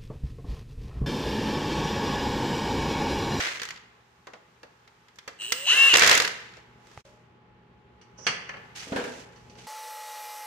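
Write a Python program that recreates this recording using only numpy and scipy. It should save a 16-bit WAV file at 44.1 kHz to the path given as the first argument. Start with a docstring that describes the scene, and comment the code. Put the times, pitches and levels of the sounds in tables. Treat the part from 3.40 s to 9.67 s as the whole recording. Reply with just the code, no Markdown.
"""In a garage, on two microphones, an impact wrench dies away on one lug nut and is fitted to the next.
Its motor creeps, spins up whining as gear and magnet tones, and is braked; hammer blows ring the wheel.
A finger taps the microphone body, the level drops out briefly and a hollow tone sounds.
A floor jack is released with a hiss, a clank and a scrape, all noise bursts and ringing modes, and the
tyre lands with dull thuds. Rumble, mains hum and a narrow whirr, as noise and sines, run underneath."""
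import sys
import numpy as np
from scipy import signal
from scipy.fft import rfft, irfft
from scipy.io import wavfile
from scipy.ndimage import uniform_filter1d

SR = 44100
rng = np.random.default_rng(int(sys.argv[2]) if len(sys.argv) > 2 else 0)


def to_wav(sig):
    """Store sig (one row per channel, or 1-D mono) as 16-bit WAV at the path in sys.argv[1].

    Samples outside -1..1 are clipped; the rate is SR.
    """
    pcm = np.clip(np.atleast_2d(sig), -1, 1) * 32767
    pcm = np.round(pcm).astype(np.int16)
    wavfile.write(sys.argv[1], SR, pcm.T)  # frames by channels


N = 276496
T = np.arange(N) / SR
HZ = np.maximum(np.fft.rfftfreq(N, 1 / SR), 1)

# level_db: dB level of each tone, band or event; some layers add a further gain.
# Gear tones locked to the tooth mesh: mesh_multiple, level_db
GEAR_ORDERS = [(2, -26.5), (5, 0.5), (6, -27.5), (7, -24), (10, -27)]
# Magnet and fan tones: mesh_multiple, slow_level_db, fast_level_db
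FIELD_ORDERS = [(.9, -30, -14), (2.32, -22, -11), (3, -30, -1), (3.24, 0, 0), (4, -25, 0), (5.3, -30, -5),
                (5.7, -30, -6), (6.48, -25, -7), (7.22, -25, -9)]
# Switching tone and sidebands: carrier_hz, mesh_multiple_added, slow_level_db, fast_level_db
SWITCHING_TONES = [(8000, 0, -8, -14), (8000, -1.9, 0, -3), (8000, 1.9, -3, -1), (8000, .7, -9, -4),
                   (8000, -1.1, -8, -5), (16000, -4.9, -3, -22), (16000, -2.6, -10, -12)]
# Tool housing resonances, each passed twice: pitch_hz, width_per_pass_hz, level_db
HOUSING_MODES = [(2848, 274, 0), (1696, 500, -23), (4000, 520, -17), (6190, 1200, -25)]
# Spectrum of the gear hiss: pitch_hz, level_db
GEAR_HISS_COLOUR = [(88, -71), (150, -42), (937, -22.5), (1120, -17.5), (1470, -22.5), (1710, -18),
                    (2430, -25.5), (2790, -5), (3200, -20.5), (8640, -34.5), (15200, -43), (15900, -50.5)]
# Motor speed as gear mesh on a light trigger: time_s, mesh_hz
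CREEP = [(1.975, 94), (2.08, 119.8), (2.15, 154.8), (2.262, 178.6)]
# Motor layers over speed: creep_level_db, top_level_db, lost_db, loss_time_s
# (after release the level changes by -lost_db in each loss_time_s; a negative quotient is a gain)
WHINE_LEVEL, FIELD_LEVEL = (-71.5, -33, 43, 0.5), (-50, -35.5, 17.5, 0.36)
HISS_LEVEL, SWITCHING_LEVEL = (-50, -24.5, -0.5, 0.3), (-50.5, -44.5, 2.5, -4.5)

# Hammer on anvil: start_s, level_db at 1-4 kHz, highs_level_db
HAMMER_BLOWS = [(2.5389, -5, -24.5), (2.5526, -5, -26.5), (2.5581, -11.5, -17.5), (2.5696, -11.5, -11.5),
                (2.582, -16, -20), (2.594, -11.5, -14), (2.6204, -5.5, -18.5), (2.634, -7, -21.5),
                (2.6445, -11.5, -23), (2.6625, -11.5, -16), (2.6742, -9, -11.5), (2.6947, -7, -15.5),
                (2.7127, -4, -15.5), (2.7287, -12, -17), (2.751, -10.5, -15.5), (2.7756, -13.5, -15.5),
                (2.8, -9, -19.5), (2.82, -16, -22.5), (2.8484, -16.5, -26.5), (2.876, -18, -29.5)]
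# Socket on nut: start_s, level_db at 1-4 kHz, lows_level_db, highs_level_db
SOCKET_TOUCHES = [(0.197, -25.5, -67, -43), (0.2173, -22, -56, -32), (0.2319, -24.5, -60, -30),
                  (0.2522, -27, -67, -34), (0.2875, -27.5, -67, -34.5), (0.3058, -26, -67, -39),
                  (0.3603, -37, -54, -66), (0.3741, -39, -58, -67), (0.8701, -38, -33.5, -51),
                  (0.9348, -38.5, -37, -58), (1.2313, -41.5, -37.5, -52), (1.476, -45, -57, -57),
                  (1.6837, -45, -63, -59.5), (1.7573, -55, -61, -51), (1.7864, -33, -63.5, -42),
                  (1.8776, -27, -32.5, -37), (2.02, -39, -50.5, -45), (2.1215, -12.5, -30, -11),
                  (3.1373, -41, -62, -64), (3.1696, -44, -42, -65), (3.4697, -50, -52, -54),
                  (3.5144, -49, -56, -54)]
# Spectrum of a blow on the wheel: pitch_hz, level_db
WHEEL_CRACK_COLOUR = [(35, -48), (60, -23.5), (150, -24), (293, -15), (467, -3.5), (919, -10.5),
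                      (1010, -7.5), (2080, 2.5), (2230, -3.5), (4920, -2), (6220, -3.5), (11100, -17),
                      (14700, -15), (15800, -42.5)]
# Ringing of the wheel: pitch_hz, level_db, t60_s
WHEEL_MODES = [(470, -8, .09), (990, -9, .08), (1300, -3, .05), (1560, 0, .05), (1700, -3, .05),
               (1930, -2, .05), (2080, -3, .06), (2380, -4, .05), (2680, -3, .04), (3430, -4, .04),
               (4480, -3, .03), (5400, -6, .025), (6150, -6, .025), (6890, -7, .025)]

# Floor jack and its handle: start_s, level_db at 1-4 kHz, lows_level_db, highs_level_db
JACK_CLANKS, HANDLE_CLANKS = [(4.6137, -51, -77.5, -47.5), (4.7863, -58, -41, -46.5),
                              (4.845, -47, -54, -60), (4.8668, -12.5, -27.5, -14), (5.3946, -51, -68, -32),
                              (5.4245, -38.5, -60, -54), (5.96, -51, -60, -49), (6.0974, -68, -51, -45),
                              (6.1525, -50, -51, -51), (6.186, -52, -67, -43)], [(5.0924, -23.5, -35, -38), (5.1394, -33.5, -41, -61),
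                                            (5.1697, -38, -42, -52)]
# Spectrum of a clank: pitch_hz, level_db
JACK_CRACK_COLOUR = [(35, -45), (156, 4), (314, -12.5), (501, 4.5), (650, -4), (1270, -2), (2000, -1.5),
                     (2950, -4.5), (3720, -22.5), (4550, -11), (5100, -21.5), (5930, -15), (6990, -33.5),
                     (8820, -33), (15800, -82)]
# Ringing of the jack and of its handle: pitch_hz, level_db, t60_s
JACK_MODES, HANDLE_MODES = [(913, -6, .15), (1260, -5, .16), (1722, -4, .09), (2200, -5, .1),
                            (2650, -3, .09), (2810, -2, .1), (2920, 0, .1), (3200, -2, .1), (3420, -4, .12),
                            (4450, -8, .12), (4600, -6, .12)], [(1740, -15, 0.17), (1733, -2, 0.27), (1940, 1, 0.072),
                                                (2110, 1.5, .13), (2300, -15, 0.1), (5850, -11, 0.028)]
# Tyre landing and bouncing: start_s, level_db at 1-4 kHz, lows_level_db, highs_level_db
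TYRE_THUDS = [(5.47, -54, -41, -62), (5.495, -52, -44, -60), (5.5211, -28.5, -23, -44),
              (5.5602, -21, -26.5, -32), (5.639, -34, -38.5, -38)]
# Spectrum of a thud: pitch_hz, level_db
TYRE_CRACK_COLOUR = [(35, -51), (60, -40), (180, -25), (249, -6), (361, -12), (467, 0.5), (590, -9),
                     (985, -12), (1080, -20), (1720, -11), (1890, -18), (3390, -24), (15800, -51)]
# Ringing of the tyre: pitch_hz, level_db, t60_s
TYRE_MODES = [(220.4, -4, 0.25), (267, -2, 0.21), (416, -14, 0.32), (472, -8, 0.18), (536, -11.5, 0.34),
              (650, -9.5, 0.3)]

# Spells of loose anvil and socket, of sliding and shuffling, and of the jack's release valve:
# start_s, attack_s, hold_s, level_db, sag_db_per_s while held, release_db_per_s
RATTLE_SPELLS, SCRAPE_SPELLS, VALVE_SPELLS = [(0, 0.00067, 0.32, -25.5, 82, 190),
                                              (2.53, 0.0067, 0.0078, -18.5, 301, 2200),
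                                              (2.564, .055, 0.13, -19, 3, 140.5),
                                              (2.95, 0.068, 0.17, -59.5, -9, 150)], [(3.38, 0.19, 0.071, -59, 1.4, 110),
                                                              (5.349, 0.012, 0.071, -42.5, 1.5, 171),
                                                              (5.45, 0.14, 0.23, -47.5, 17, 220),
                                                              (5.87, 0.062, 0.19, -66.5, 1.4, 100),
                                                              (6.17, .02, .1, -54, 22, 100)], [(4.772, 0.012, .08, -54.5, -72, 437)]
# Spectra of rattle and scrape: pitch_hz, level_db
RATTLE_COLOUR, SCRAPE_COLOUR = [(24, -48), (64, -17.5), (225, -17.5), (513, -4.5), (912, -6.5), (1600, 2),
                                (2050, 5), (2500, 0), (4500, -6), (6100, -11), (9100, -22.5), (12500, -31),
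                                (15400, -27), (15900, -45.5)], [(180, -54), (300, -4), (563, -15), (825, -2.5),
                                                       (896, -9), (1550, 0), (1710, -0.5), (2550, 1),
                                                       (6240, -5), (15000, -27), (15900, -30)]

# Finger tap on the microphone body, and a brief hollow tone: start_s, level_db
MIC_TAP, HOLLOW_TONE = [(3.576, -33.5)], [(3.652, -47)]
# Their ringing: pitch_hz, level_db, t60_s
MIC_TAP_MODES, HOLLOW_MODES = [(120, 7.5, 0.032), (502, -18, 0.006), (853, 11.5, 0.011), (1230, 8, 0.01),
                               (2000, 9.5, 0.0064), (2900, -5, 0.0033)], [(610, -10, 1), (553, -3, 0.3)]

# Garage air: time_s, rumble_level_db, middle_level_db, treble_level_db
AIR_LEVELS = [(0, -58.5, -52.5, -76), (.7, -67, -63.5, -73), (1.8, -67.5, -62.5, -72.5),
              (3.1, -59, -60, -79.5), (3.6, -60, -60, -70), (3.72, -60, -62, -75), (4, -60.5, -64.5, -88),
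              (4.5, -59.5, -64, -85), (5.2, -57.5, -56, -69), (5.9, -56.5, -58, -75),
              (6.27, -53.5, -62.5, -70)]
# Spectrum of the air: pitch_hz, level_db
AIR_COLOUR = [(15, -41), (30, -14), (60, 2), (120, -4.5), (180, 3), (270, -10.5), (400, 0), (600, -12),
              (850, -8.5), (1250, -10.5), (2800, -18), (6000, -30.5), (10000, -41), (11400, -43.5),
              (12000, -36), (12800, -41.5), (15000, -46), (15800, -53.5)]
# Mains and fan tones: pitch_hz, level_db over the rumble
HUM_TONES = [(120, -5), (240, -11.5), (842, -8)]
# Echo decay of the garage: pitch_hz, t60_s
GARAGE_T60 = [(100, 0.7), (500, .7), (2000, 0.78), (6000, 0.47), (15000, 0.38)]
# Likeness of the two microphones: pitch_hz, likeness (0 to 1)
LIKENESS = [(60, 0.94), (130, 0.85), (290, 0.98), (640, 0.18), (1410, 0.06), (3100, 0.08), (6820, 0.027),
            (15000, 0.089)]
# Difference in microphone colour: pitch_hz, left_minus_right_db
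MIC_COLOURS = [(60, -2), (130, 1), (290, 1), (640, 0.5), (1410, -2.0), (3100, 3), (6820, -14), (15000, 1.5)]
# Brief dips in level: start_s, deepest_s, end_s, depth_db
DIPS = [(2.562, 2.565, 2.569, -11), (3.608, 3.637, 3.653, -46)]

# Motor speed: full trigger spins it up, release brakes it; the motor fades out after STOP_S
TOP_HZ, SPIN_UP_S = 553, .058
RELEASE_S, BRAKE_DROP_HZ, BRAKE_DROP_S, COAST_HZ_PER_S, STOP_S = 2.486, 28.9, .008, 850, 2.565
START_S, BRAKE_GRIP_S, STOP_FADE_S = .045, .014, .012
# The whine swells as it meets a housing resonance
WHINE_PEAK_HZ, WHINE_PEAK_HALF_WIDTH_HZ, WHINE_PEAK_DB = 549.2, 17, 19.5
FIELD_CREEP_DB = -72.5   # the magnet tones vanish at the lowest speeds
# Buzz follows the force on the teeth; push is per 1000 Hz/s of speeding up, less at low speed
BUZZ_CREEP_DB, BUZZ_TOP_DB, BUZZ_PUSH_DB, BUZZ_BRAKE_DB = -39, -40.5, -24, -21
KICK_DB, KICK_S = -40.5, .07   # extra buzz as the rotor breaks loose
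# Decays of the 1-4 kHz band; the other bands stretch them
HAMMER_T60_S, TICK_T60_S, KNOCK_T60_S = .035, .055, .095
JACK_T60_S, HANDLE_T60_S, TYRE_T60_S = .18, .095, .3
HAMMER_LOWS_DB, TICK_LOWS_DB = -19.5, -20.5   # lows against the 1-4 kHz level
KNOCK_RING_DB = 7.5   # extra wheel ringing of a full knock
VALVE_HZ, VALVE_WIDTH_PER_PASS_HZ = 5800, 750
AIR_SPLIT_HZ, AIR_TREBLE_HZ = 700, 4000
MIC_LOW_CUT_HZ, CUTOFF_HZ = 50, 16600


def motor():
    """Gear and magnet tones on the speed, a rough pulse per tooth into the housing, hiss and whistles."""
    mesh, whine_db, field_db, buzz_db, hiss_db, switch_db, running, braked = motor_state()
    turns = np.cumsum(mesh) / SR   # teeth passed
    speed = np.clip((mesh - 170) / 300, 0, 1)
    gear = sum(amp(db) * np.sin(2 * np.pi * k * turns + k * k) * flicker(30, .6)
               for k, db in GEAR_ORDERS)
    field = sum(amp(slow_db + speed * (fast_db - slow_db)) * np.sin(2 * np.pi * k * turns) * flicker(50, 3.0)
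                for k, slow_db, fast_db in FIELD_ORDERS)
    buzz = tooth_buzz(mesh, turns, braked)
    whistle = switching_whistle(turns, speed)
    tones = np.sqrt(2) * (amp(whine_db) * gear + amp(field_db) * field + amp(switch_db) * whistle)
    tones = tones + amp(buzz_db) * buzz
    pair = np.stack([tones, np.roll(tones, 3)])   # the tool is a little nearer the left microphone
    return running * (pair + amp(hiss_db) * stereo_noise(GEAR_HISS_COLOUR))


def tooth_buzz(mesh, turns, braked):
    """One pulse per tooth plus noise shakes the housing resonances; braked teeth only chatter."""
    pulses = np.diff(np.floor(turns), prepend=0) * np.sqrt(SR / mesh)
    pulses = pulses * flicker(100, 1.6) * (1 - braked)
    chatter = (0.7 + 0.52 * braked * flicker(110, 4.0)) * rng.standard_normal(N)
    teeth = pulses + chatter
    return rms_one(sum(amp(db) * resonance(resonance(teeth, hz, width), hz, width)
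                       for hz, width, db in HOUSING_MODES))


def switching_whistle(turns, speed):
    """Motor switching whistles at its carriers with sidebands set by the mesh, and also hisses."""
    tones = sum(amp(slow_db + speed * (fast_db - slow_db))
                * np.sin(2 * np.pi * (hz * T + k * turns)) * flicker(60, 3.0)
                for hz, k, slow_db, fast_db in SWITCHING_TONES)
    return tones + amp(-4.0) * rms_one(resonance(rng.standard_normal(N), 8000, 1200))


def motor_state():
    """Gear mesh in Hz and the levels in dB that follow from speed, force and release."""
    (start, _), (full, creep_hz) = CREEP[0], CREEP[-1]
    after = np.clip(T - RELEASE_S, 0, STOP_S - RELEASE_S + STOP_FADE_S)   # seconds since release
    spin_up = np.tanh(np.maximum(T - full, 0) / SPIN_UP_S)
    mesh = np.interp(T, *np.transpose(CREEP)) + (TOP_HZ - creep_hz) * spin_up
    mesh = mesh - BRAKE_DROP_HZ * (1 - np.exp(-after / BRAKE_DROP_S)) - COAST_HZ_PER_S * after
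    # 0 at the end of the creep, 1 at top speed
    fast = np.clip(np.log(mesh / creep_hz) / np.log(TOP_HZ / creep_hz), -1, 1)
    above_creep = np.maximum(fast, 0)
    whine, field, hiss, switch = [
        slow + (top - slow) * above_creep - lost * np.minimum(after / s, 1)
        for slow, top, lost, s in (WHINE_LEVEL, FIELD_LEVEL, HISS_LEVEL, SWITCHING_LEVEL)]
    whine = whine + WHINE_PEAK_DB / (1 + ((mesh - WHINE_PEAK_HZ) / WHINE_PEAK_HALF_WIDTH_HZ) ** 2)
    field = field + FIELD_CREEP_DB * np.minimum(fast, 0) ** 2
    push = uniform_filter1d(np.gradient(mesh) * SR / 1000, size=SR // 40)
    braked = np.minimum(after / BRAKE_GRIP_S, 1)
    buzz = amp(BUZZ_CREEP_DB + (BUZZ_TOP_DB - BUZZ_CREEP_DB) * above_creep)
    buzz = buzz + amp(BUZZ_PUSH_DB) * np.maximum(push, 0) * (mesh / TOP_HZ) ** 2
    buzz = buzz + amp(BUZZ_BRAKE_DB) * braked
    buzz = buzz + amp(KICK_DB) * np.exp(-np.maximum(T - start - START_S, 0) / KICK_S)
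    fade = np.minimum((T - start) / START_S, 1 + (STOP_S - T) / STOP_FADE_S)
    running = np.clip(fade, 0, 1) ** 2
    return mesh, whine, field, 20 * np.log10(buzz), hiss, switch, running, braked


def hammer():
    """Hammer on anvil: short noise cracks that also ring the wheel."""
    blows = [(s, db, db + HAMMER_LOWS_DB, high_db) for s, db, high_db in HAMMER_BLOWS]
    crack = cracks(blows, HAMMER_T60_S, WHEEL_CRACK_COLOUR, 3.7, 1.0, snap_db=4.5)
    return amp(1.5) * crack + struck(HAMMER_BLOWS, WHEEL_MODES, -22.0, scatter_db=7.5)


def socket():
    """Socket on nut: the more lows a touch has, the longer it sounds and the more it rings the wheel."""
    s, db, low_db, high_db = np.transpose(SOCKET_TOUCHES)
    knock = np.clip(1 - (low_db - db) / TICK_LOWS_DB, 0, 1)   # 0 is a tick, 1 a full knock
    t60s = TICK_T60_S + (KNOCK_T60_S - TICK_T60_S) * knock
    crack = cracks(SOCKET_TOUCHES, t60s, WHEEL_CRACK_COLOUR, 1.8, 0.66, snap_db=0.5)
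    return crack + struck(np.c_[s, db + KNOCK_RING_DB * knock], WHEEL_MODES, -22, scatter_db=5.5)


def jack():
    """Clanks of the jack and its handle: noise cracks, each part with its own ringing modes."""
    t60s = [JACK_T60_S] * len(JACK_CLANKS) + [HANDLE_T60_S] * len(HANDLE_CLANKS)
    clanks = cracks(JACK_CLANKS + HANDLE_CLANKS, t60s, JACK_CRACK_COLOUR, 2.33, 0.78, snap_db=-2.0)
    body = struck(JACK_CLANKS, JACK_MODES, -15.5, scatter_db=2.0)
    handle = struck(HANDLE_CLANKS, HANDLE_MODES, -18.5, scatter_db=6.0)
    return clanks + body + handle


def tyre():
    """The tyre lands and bounces: dull cracks over low modes rung by the lows of each thud."""
    thuds = [(s, low_db) for s, mid_db, low_db, high_db in TYRE_THUDS]
    crack = cracks(TYRE_THUDS, TYRE_T60_S, TYRE_CRACK_COLOUR, 1.74, 0.66, snap_db=-6.0)
    return crack + struck(thuds, TYRE_MODES, -4.5, scatter_db=1)


def rattle():
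    """Loose anvil and socket: flickering coloured noise."""
    return spells(RATTLE_SPELLS) * flicker(120, 2.5) * stereo_noise(RATTLE_COLOUR)


def scrape():
    """Sliding and shuffling: flickering coloured noise."""
    return spells(SCRAPE_SPELLS) * flicker(90, 1.54) * stereo_noise(SCRAPE_COLOUR)


def valve():
    """Release valve hiss: noise through two equal resonances."""
    hiss = rng.standard_normal((2, N))
    for _ in range(2):
        hiss = resonance(hiss, VALVE_HZ, VALVE_WIDTH_PER_PASS_HZ)
    return spells(VALVE_SPELLS) * rms_one(hiss)


def microphone_tap():
    """A finger tap rings the microphone body."""
    return struck(MIC_TAP, MIC_TAP_MODES, -10.0, 0.64)


def hollow_tone():
    """A brief hollow tone of two dying modes."""
    return struck(HOLLOW_TONE, HOLLOW_MODES, -1.5, 0.67)


def air():
    """Garage air: rumble, hiss and faint treble as noise bands, with wavering hum and whirr as sines."""
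    s, rumble_db, hiss_db, treble_db = np.transpose(AIR_LEVELS)
    rumble_gain = level([np.c_[s, rumble_db]])
    rumble = rumble_gain * flicker(14.0, 0.98) * stereo_noise(AIR_COLOUR, high_hz=AIR_SPLIT_HZ)
    hiss = level([np.c_[s, hiss_db]]) * flicker(16, 0.67)
    hiss = hiss * stereo_noise(AIR_COLOUR, low_hz=AIR_SPLIT_HZ, high_hz=AIR_TREBLE_HZ)
    treble = level([np.c_[s, treble_db]]) * stereo_noise(AIR_COLOUR, low_hz=AIR_TREBLE_HZ)
    hum = sum(amp(db) * flicker(3.6, 0.83) * np.sqrt(2) * np.sin(2 * np.pi * hz * T)
              for hz, db in HUM_TONES)
    return rumble + hiss + treble + rumble_gain * hum


def garage(x):
    """Echo tail: third-octave noise dying at its own rate, alike in both channels only in the bass."""
    t, tail = T[:SR], 0
    for hz in 60 * 2 ** np.arange(0, 8, 1 / 3):
        mid, side = resonance(rng.standard_normal((2, SR)), hz, hz / 4)
        band = rms_one(microphone_pair(mid, side, hz))
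        tail = tail + band * np.sqrt(hz) * amp(-60 * t / at_hz(GARAGE_T60, hz))
    tail = tail * (1 - np.exp(-t / 0.0058))   # the echo builds up
    return signal.fftconvolve(x, tail / np.sqrt(np.sum(tail ** 2) / 2), axes=1)[:, :N]


def struck(events, modes, ring_db, scatter_db):
    """Every blow strikes every mode, with its own strength at each microphone."""
    at, out = [round(e[0] * SR) for e in events], np.zeros((2, N))
    luck = rng.normal(0, 1, (len(at), len(modes), 2))
    for k, (hz, db, t60) in enumerate(modes):
        clicks = np.full((2, N), 1e-18)
        clicks[:, at] = amp(np.array(events)[:, 1] + db + ring_db + scatter_db * luck[:, k].T)
        r, w = amp(-60 / (t60 * SR)), 2 * np.pi * hz / SR
        out += signal.lfilter([0, np.sin(w)], [1, -2 * r * np.cos(w), r * r], clicks)
    return out


def cracks(events, t60s, spectrum, low_stretch, high_stretch, snap_db):
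    """Noise bursts in three bands, a short snap over a tail; each stretch scales its band's rise and decay."""
    out = np.zeros((2, N))
    bands = [(1, 1000, 4000, 1), (2, 1, 1000, low_stretch), (3, 4000, 1e5, high_stretch)]
    for column, low_hz, high_hz, stretch in bands:
        shape = np.zeros(N)
        for e, t60 in zip(events, np.broadcast_to(t60s, len(events))):
            i = round(e[0] * SR)
            t = T[:min(N - i, SR // 2)]
            rise = 1 - np.exp(-t / (0.001 * stretch))
            tail = amp(-60 * t / (t60 * stretch))
            snap = amp(snap_db) * np.exp(-t / (0.0027 * stretch))
            shape[i:i + len(t)] += rise * amp(e[column] - 9.0) * (tail + snap)
        noise = stereo_noise(spectrum, low_hz=low_hz, high_hz=high_hz)
        # even out the noise so each crack has a steady strength
        power = uniform_filter1d(noise ** 2, size=round(4 * SR / max(low_hz, 300)))
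        out += shape * noise / np.sqrt(power + .05)
    return out


def spells(rows):
    """Gain in time: each spell rises, sags while held and is released."""
    out = 0
    for start, attack, hold, db, sag, release in rows:
        t = T - start - attack
        fall_db = sag * np.clip(t, 0, hold) + release * np.clip(t - hold, 0, 3)
        out = out + np.clip(1 + t / attack, 0, 1) * amp(db - fall_db)
    return out


def stereo_noise(spectrum, low_hz=0.99, high_hz=97800.0):
    """Coloured noise pair with the likeness of the two microphones; rms 1."""
    mid, side = rfft(rng.standard_normal((2, N)))
    edges = 1 / np.sqrt((1 + (low_hz / HZ) ** 6) * (1 + (HZ / high_hz) ** 6))
    pair = microphone_pair(mid, side, HZ)
    return rms_one(irfft(pair * amp(at_hz(spectrum, HZ)) * edges, N))


def microphone_pair(mid, side, hz):
    """Mix shared and opposed noise to the likeness of the two microphones."""
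    alike = np.clip(at_hz(LIKENESS, hz), 0, 1)
    return np.sqrt(1 + alike) * mid + np.sqrt(1 - alike) * side * [[1], [-1]]


def flicker(rate_hz, depth_db):
    """Random gain: noise smoothed by a one-pole low-pass at rate_hz, with an rms swing of depth_db."""
    knots = rng.standard_normal(int(N / SR * 400) + 2)   # 400 a second
    slow = signal.lfilter([1], [1, -np.exp(-2 * np.pi * rate_hz / 400)], knots)
    return amp(depth_db * np.interp(T * 400, np.arange(len(knots)), rms_one(slow)))


def resonance(x, hz, width_hz):
    """Two-pole band-pass with gain about 1 on top."""
    r = np.exp(-np.pi * width_hz / SR)
    feedback = [1, -2 * r * np.cos(2 * np.pi * hz / SR), r * r]
    return signal.lfilter([(1 - r * r) / 2, 0, (r * r - 1) / 2], feedback, x)


def level(tables):
    """Gain in time from dB curves, silent outside them."""
    return sum(amp(np.interp(T, *np.transpose(rows), left=-200, right=-200)) for rows in tables)


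def at_hz(points, hz):
    """Read a spectrum table on a log frequency axis."""
    return np.interp(np.log(hz), np.log(np.array(points)[:, 0]), np.array(points)[:, 1])


def rms_one(x):
    """Scale to rms 1."""
    return x / np.sqrt(np.mean(x ** 2) + 1e-20)


def amp(db):
    """dB to gain."""
    return 10 ** (np.asarray(db) / 20)


def scene():
    """All sources at the microphones; wrench, jack and tyre also feed the garage echo."""
    spin, blows, lift = motor(), hammer() + socket(), jack() + tyre()
    echo = garage(amp(-16.0) * spin + amp(-11.5) * blows + amp(-9) * lift)
    rubbing = rattle() + scrape() + valve()
    return spin + blows + lift + echo + rubbing + microphone_tap() + hollow_tone() + air()


def record(dry):
    """Microphone colours and low cut, brief dips in level, rounded peaks and the top cut."""
    tilt = at_hz(MIC_COLOURS, HZ) / 2 * np.array([[1], [-1]])
    low_cut = 1 / np.sqrt(1 + (MIC_LOW_CUT_HZ / HZ) ** 4)
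    coloured = irfft(rfft(dry) * amp(tilt) * low_cut, N)
    dip_db = sum(np.interp(T, [start, deepest, end], [0, depth_db, 0])
                 for start, deepest, end, depth_db in DIPS)
    rounded = np.tanh(coloured * amp(dip_db))
    return signal.sosfilt(signal.cheby2(12, 70, CUTOFF_HZ, fs=SR, output="sos"), rounded)


dry = scene()
out = record(dry)
to_wav(out)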